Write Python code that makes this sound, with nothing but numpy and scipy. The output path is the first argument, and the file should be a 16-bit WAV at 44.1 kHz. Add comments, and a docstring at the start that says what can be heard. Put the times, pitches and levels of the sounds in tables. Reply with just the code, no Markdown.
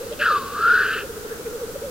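"""A black grouse cock gives a two-part hissing sneeze on a bog: a breathy, wavering whistle falls,
fades and climbs again, while three bands of shaped noise make the rush of air in his throat.
Another cock bubbles on in short gliding coos, each nearly a pure tone, with more birds behind at random.
Faint puffs of hiss come from afar. Filtered noise makes the low rumble, a far wash of hissing cocks
and steady microphone hiss; smeared noise echoes stand for the forest edge."""
import sys
import numpy as np
from scipy import signal
from scipy.fft import rfft, irfft
from scipy.io import wavfile

SR = 44100
rng = np.random.default_rng(int(sys.argv[2]) if len(sys.argv) > 2 else 0)


def waveform_to_disk(signal):
    """Save audio, clipped to [-1, 1], as 16-bit WAV at the path in sys.argv[1]."""
    frames = np.transpose(np.atleast_2d(signal))
    scaled = np.clip(frames, -1, 1) * 32767
    samples = np.round(scaled).astype(np.int16)
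    wavfile.write(sys.argv[1], SR, samples)


N = 83790
TIME, BINS = np.arange(N) / SR, np.fft.rfftfreq(N, 1 / SR)


def amp(db):
    """Turns decibels into a gain."""
    return 10 ** (np.asarray(db) / 20)


def unit(x):
    """Scales a sound to an average (rms) strength of 1."""
    return x / np.sqrt(np.mean(abs(x) ** 2) + 1e-20)


def curve(table, axis):
    """Draws straight lines through one column of a time table, at every sample."""
    rows = np.array(table)
    return np.interp(TIME, rows[:, 0], rows[:, axis])


def colour(table, axis=1):
    """Joins one column of a frequency table on a log scale, at every frequency bin."""
    rows = np.array(table)
    return np.interp(np.log(BINS + 1), np.log(rows[:, 0] + 1), rows[:, axis])


def noise(table):
    """Random noise filtered to the table's balance of frequencies, at rms 1."""
    spectrum = rfft(rng.standard_normal(N))
    return unit(irfft(spectrum * amp(colour(table)), N))


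def wander(hz):
    """A smooth random curve that moves at up to about hz, at rms 1."""
    spectrum = rfft(rng.standard_normal(N))
    return unit(irfft(spectrum / (1 + (BINS / hz) ** 2), N))


def turning(hz):
    """A complex wave of size 1 that turns at the given frequency, fixed or changing."""
    return np.exp(2j * np.pi * np.cumsum(hz * np.ones(N)) / SR)


def swell(middle, length):
    """A rounded rise and fall, silent outside its length in seconds."""
    return np.cos(np.pi * np.clip((TIME - middle) / length, -.5, .5))


ECHO_T60_S = 4  # time for the echo to fade by 60 dB


def forest(x):
    """The forest edge's diffuse echo: the sound smeared by fading noise, different on each side."""
    fade = amp(-60 * TIME / ECHO_T60_S)
    rise = np.minimum(TIME / 0.017, 1)
    tail = rng.standard_normal((2, N)) * fade * rise
    return signal.fftconvolve(x[None], tail / np.linalg.norm(tail[0]), axes=1)[:, :N]


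# tone balance of the low outdoor rumble: (frequency [Hz], relative level per Hz [dB])
RUMBLE_COLOUR = [(15, 0.5), (35, -6), (60, 1.5), (110, -3), (200, -3), (300, 0), (450, 0), (700, -14),
                 (1000, -16.5), (1500, -16), (2200, -37), (5000, -46)]
# tone balance of each microphone's hiss: (frequency [Hz], relative level per Hz [dB])
HISS_COLOUR = [(20, 2), (100, 8), (400, 7.5), (1000, 4), (2500, -1), (5000, -1), (7000, 0), (9000, -2),
               (15500, -2)]
# tone balance of the far-off wash of other cocks hissing: (frequency [Hz], relative level per Hz [dB])
WASH_COLOUR = [(700, -32), (1050, -7), (1250, 4), (1430, 6), (1700, -5), (2000, -19), (2800, -24),
               (4000, -29)]
RUMBLE_DB, HISS_DB, WASH_DB = -40.5, -38.5, -48.5
RUMBLE_SIDE_DB = -18.5  # left-right difference, relative to the shared rumble


def background():
    """Steady filtered noise: a nearly mono rumble, with separate wash and hiss on each side."""
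    side_rumble = noise(RUMBLE_COLOUR) * np.array([[1], [-1]])
    rumble = noise(RUMBLE_COLOUR) + amp(RUMBLE_SIDE_DB) * side_rumble
    hiss_and_wash = [amp(HISS_DB) * noise(HISS_COLOUR) + amp(WASH_DB) * noise(WASH_COLOUR)
                     for side in range(2)]
    return amp(RUMBLE_DB) * rumble + np.array(hiss_and_wash)


COO_JITTER, COO_OVERTONE_DB = .012, -30  # pitch wobble [fraction], level against the main tone


def coo(middle, length, hz, glide, db):
    """One nearly pure gliding note from the swollen throat, with a faint overtone at twice the pitch."""
    out = np.zeros(N)
    on = abs(TIME - middle) < length / 2
    t = TIME[on] - middle
    jitter = np.interp(t, np.linspace(-length / 2, length / 2, 8), rng.standard_normal(8))
    pitch = hz * 2 ** (glide * t) * (1 + COO_JITTER * jitter)
    phase = 2 * np.pi * (rng.random() + np.cumsum(pitch) / SR)
    tone = np.sin(phase) + amp(COO_OVERTONE_DB) * np.sin(2 * phase)
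    out[on] = np.sqrt(2) * amp(db) * np.cos(np.pi * t / length) ** 1.45 * tone
    return out


# the near bird's coos:
# (middle time [s], length [s], pitch at the middle [Hz], glide [octaves/s], level before COO_DB [dB])
COO_NOTES = [(0.013, 0.038, 475.3, 13.5, -27), (.04, 0.031, 551, -3.5, -32.5),
             (.066, 0.028, 466, 20.5, -27.5), (0.118, 0.047, 458.5, -5, -28.5),
             (0.125, 0.035, 580, 0.5, -30.5), (0.206, .044, 590.5, 4, -28.5), (.245, .035, 497, 2, -40),
             (.281, 0.027, 454, -15, -34.5), (.321, 0.048, 513, -16.5, -27), (.387, 0.036, 455, -14, -37),
             (0.456, 0.046, 444, -8.5, -34.5), (.533, .045, 474.4, -5, -31), (0.599, .036, 431, -13, -30),
             (0.669, 0.033, 446, -13.5, -28.5), (.742, 0.031, 432, -6, -29.5),
             (0.816, 0.039, 419, -11.5, -31), (0.888, 0.047, 431.1, -3, -31), (.964, 0.037, 432, -13, -29),
             (1.036, 0.027, 424, -10.5, -29.5), (1.052, .04, 523, -5.5, -31.5),
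             (1.105, 0.035, 444.3, -9.5, -28), (1.176, .036, 438, -11.5, -29),
             (1.255, 0.044, 442.3, -9, -28.5), (1.32, 0.039, 454.3, -5.5, -26),
             (1.397, 0.0341, 437.7, -12, -29), (1.473, 0.046, 453.3, -9, -26), (1.52, 0.024, 467, -1, -29),
             (1.556, 0.076, 460.7, -5.5, -26.5), (1.6, 0.025, 503, 10, -29.5),
             (1.633, 0.061, 465.7, -7, -25.5), (1.692, 0.034, 474, -8.5, -30), (1.745, .018, 453, 6, -29),
             (1.763, 0.022, 552, -10, -25.5), (1.824, .024, 450, 23, -28.5), (1.847, 0.046, 568.5, 3, -28),
             (1.882, 0.058, 509, -5.5, -30)]
COO_DB, COO_ECHO_DB = -1.5, -12  # gain of all the notes, echo against them


def bubbling():
    """The near bird's run of coos, a touch stronger on the right, with a forest echo."""
    notes = amp(COO_DB) * sum(coo(*row) for row in COO_NOTES)
    # one echo shared by both sides, plus a weaker one that differs between them
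    echo = forest(notes)[0] + 0.48 * forest(notes)
    return notes * amp([[-.2], [.2]]) + amp(COO_ECHO_DB) * echo


CHORUS_PER_S, CHORUS_DB = 50, -42.5  # notes per second, overall level
CHORUS_HZ, CHORUS_SPREAD = 476, 0.1286  # middle pitch, random shift up or down [fraction]
CHORUS_S, CHORUS_GLIDE = .045, -5.5  # note length, glide [octaves/s]
CHORUS_PAN_DB = 7.5  # widest difference between left and right


def chorus():
    """Farther birds bubble at random times, pitches and strengths, spread from left to right."""
    notes = np.zeros((2, N))
    for at, pitch, far, side in rng.random((int(CHORUS_PER_S * N / SR), 4)):
        hz = CHORUS_HZ * (1 + CHORUS_SPREAD * (2 * pitch - 1))
        note = coo(at * N / SR, CHORUS_S, hz, CHORUS_GLIDE, -6 * far)
        notes += note * amp(CHORUS_PAN_DB * (side - .5) * np.array([[1], [-1]]))
    return amp(CHORUS_DB) * unit(notes)


# faint far sneezes and scuffles:
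# (middle time [s], length [s], centre frequency [Hz], width [Hz], level before the swell [dB])
FAR_PUFFS = [(0.131, 0.03, 3200, 1500, -42), (1.317, .14, 1543, 600, -42.5), (1.465, .03, 2200, 1300, -46)]


def far_hisses():
    """Short puffs from across the bog: narrow random noise that swells and fades, separate on each side."""
    out = np.zeros((2, N))
    for middle, length, hz, width, db in FAR_PUFFS:
        sides = [unit((wander(width / 2) * turning(hz)).real) for side in range(2)]
        out += amp(db) * swell(middle, length) * np.array(sides)
    return out


CEILING_DB = -8.5  # the whistle and low throat sound saturate here


def saturate(x):
    """Holds the swing of a narrow-band sound softly under the ceiling."""
    swing = abs(signal.hilbert(x))
    return x / (1 + (swing / amp(CEILING_DB)) ** 8) ** (1 / 8)


# the sneeze's whistle: (time [s], pitch [Hz], level before saturation [dB])
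WHISTLE_PATH = [(.198, 1640, -64), (.215, 1640, -18.5), (.24, 1580, -28), (.262, 1430, -18),
                (.29, 1311, -19.5), (.308, 1268, -12), (.328, 1210, -20), (.372, 1154, -20),
                (.385, 1142, -29), (.425, 1115, -33), (.5, 1133, -37), (.55, 1166, -31), (.6, 1249, -25.5),
                (.635, 1346, -18), (.705, 1425, -13.5), (.765, 1490, -16), (.79, 1520, -21),
                (.92, 1530, -29.5), (1.0, 1570, -35), (1.03, 1570, -74)]
WHISTLE_WIDTH_HZ, WHISTLE_SKIRT_HZ = 102, 177  # spread of the flutter, its low-pass limit
WHISTLE_STEADY = 0.38  # 0 leaves the flutter's strength random, 0.5 evens it out most


def breathy_whistle(hz):
    """A gliding tone only half locked to its pitch, because turbulent air drives it."""
    flutter = wander(WHISTLE_WIDTH_HZ / 2) + 1j * wander(WHISTLE_WIDTH_HZ / 2)
    flutter = flutter / (abs(flutter) ** 2 + 0.16) ** WHISTLE_STEADY
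    flutter = signal.sosfilt(signal.butter(4, WHISTLE_SKIRT_HZ, fs=SR, output="sos"), flutter)
    return unit((flutter * turning(hz)).real) * amp(curve(WHISTLE_PATH, axis=2))


# air rushing through the throat, levels before the rasp:
# (time [s], low resonance level [dB], upper resonance level [dB], fizz level [dB])
AIR_LEVELS = [(.178, -78, -56.5, -53), (.198, -35, -35, -45), (.215, -24.5, -29, -40.5),
              (.245, -20.5, -30.5, -38), (.29, -22.5, -40.5, -36.5), (.36, -30.5, -41.5, -39.5),
              (.41, -37.5, -50, -45), (.52, -41, -50.5, -48.5), (.58, -30.5, -49, -44.5),
              (.68, -25, -39.5, -40), (.78, -21.5, -41, -39.5), (.825, -20.5, -37.5, -40.5),
              (.87, -26, -35.5, -41.5), (.94, -26, -33, -42), (1.005, -30.5, -35.5, -46),
              (1.045, -45, -48.5, -60), (1.1, -73, -73, -70)]
# tone balance of the low throat resonance: (frequency [Hz], relative level [dB])
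THROAT_COLOUR = [(600, -34), (930, -33), (1100, -14.5), (1300, -2.5), (1480, 0.5), (1700, -2.5),
                 (1830, -8.5), (1980, -29), (2300, -52), (3000, -57)]
# tone balance of the upper resonance: (frequency [Hz], relative level [dB])
UPPER_COLOUR = [(1700, -32), (2000, -8.5), (2280, -12), (2580, 1.5), (2850, -1.5), (3150, -6.5),
                (3500, -17), (4500, -31.5)]
# tone balance of the high fizz: (frequency [Hz], relative level [dB])
FIZZ_COLOUR = [(2200, -17), (3000, -4), (3700, 1.5), (4250, 1), (4750, 0.5), (5000, -3), (5350, -11.5),
               (6200, -14), (9000, -28), (14000, -58)]
# where the sneezing cock stands: (frequency [Hz], left lead [rad], left minus right [dB])
COCK_PLACE = [(500, 0, -0.5), (1400, -0.12, 1.1), (2730, -0.61, .9), (4200, -1.06, -1.6), (8000, -1.2, -1)]
THROAT_FOLLOW, THROAT_REST_HZ = 0.33, 1491  # share of the whistle's glide, pitch that gives no shift
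RASP_DB, RASP_HZ = 1, 89  # depth (rms) and speed of the roughness
SNEEZE_ECHO_DB = -26


def sneeze():
    """Turbulent air drives a gliding, half-locked whistle and three broad throat resonances."""
    hz = curve(WHISTLE_PATH, axis=1)
    whistle = breathy_whistle(hz)
    # the low resonance leans with the whistle
    throat_shift = turning(THROAT_FOLLOW * (hz - THROAT_REST_HZ))
    throat = (signal.hilbert(noise(THROAT_COLOUR)) * throat_shift).real * amp(curve(AIR_LEVELS, axis=1))
    upper = noise(UPPER_COLOUR) * amp(curve(AIR_LEVELS, axis=2))
    fizz = noise(FIZZ_COLOUR) * amp(curve(AIR_LEVELS, axis=3))
    rasp = unit(amp(RASP_DB * wander(RASP_HZ)))
    call = saturate(whistle + rasp * throat) + rasp * (upper + fizz)
    # half of each left-right difference goes to either side
    lean = np.exp(.5j * colour(COCK_PLACE, axis=1)) * amp(colour(COCK_PLACE, axis=2) / 2)
    placed = irfft(rfft(call) * np.array([lean, 1 / lean]), N)
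    return placed + amp(SNEEZE_ECHO_DB) * forest(call)


def scene():
    """All the birds over the quiet of the bog."""
    return background() + bubbling() + chorus() + far_hisses() + sneeze()


EDGE_HZ = 15900  # upper frequency limit


def record(dry):
    """The recorder's band limit: a low-pass filter removes the highest frequencies."""
    lowpass = signal.firwin(511, EDGE_HZ, window=("kaiser", 9), fs=SR)
    return signal.oaconvolve(dry, lowpass[None], "same")


dry = scene()
out = record(dry)
waveform_to_disk(out)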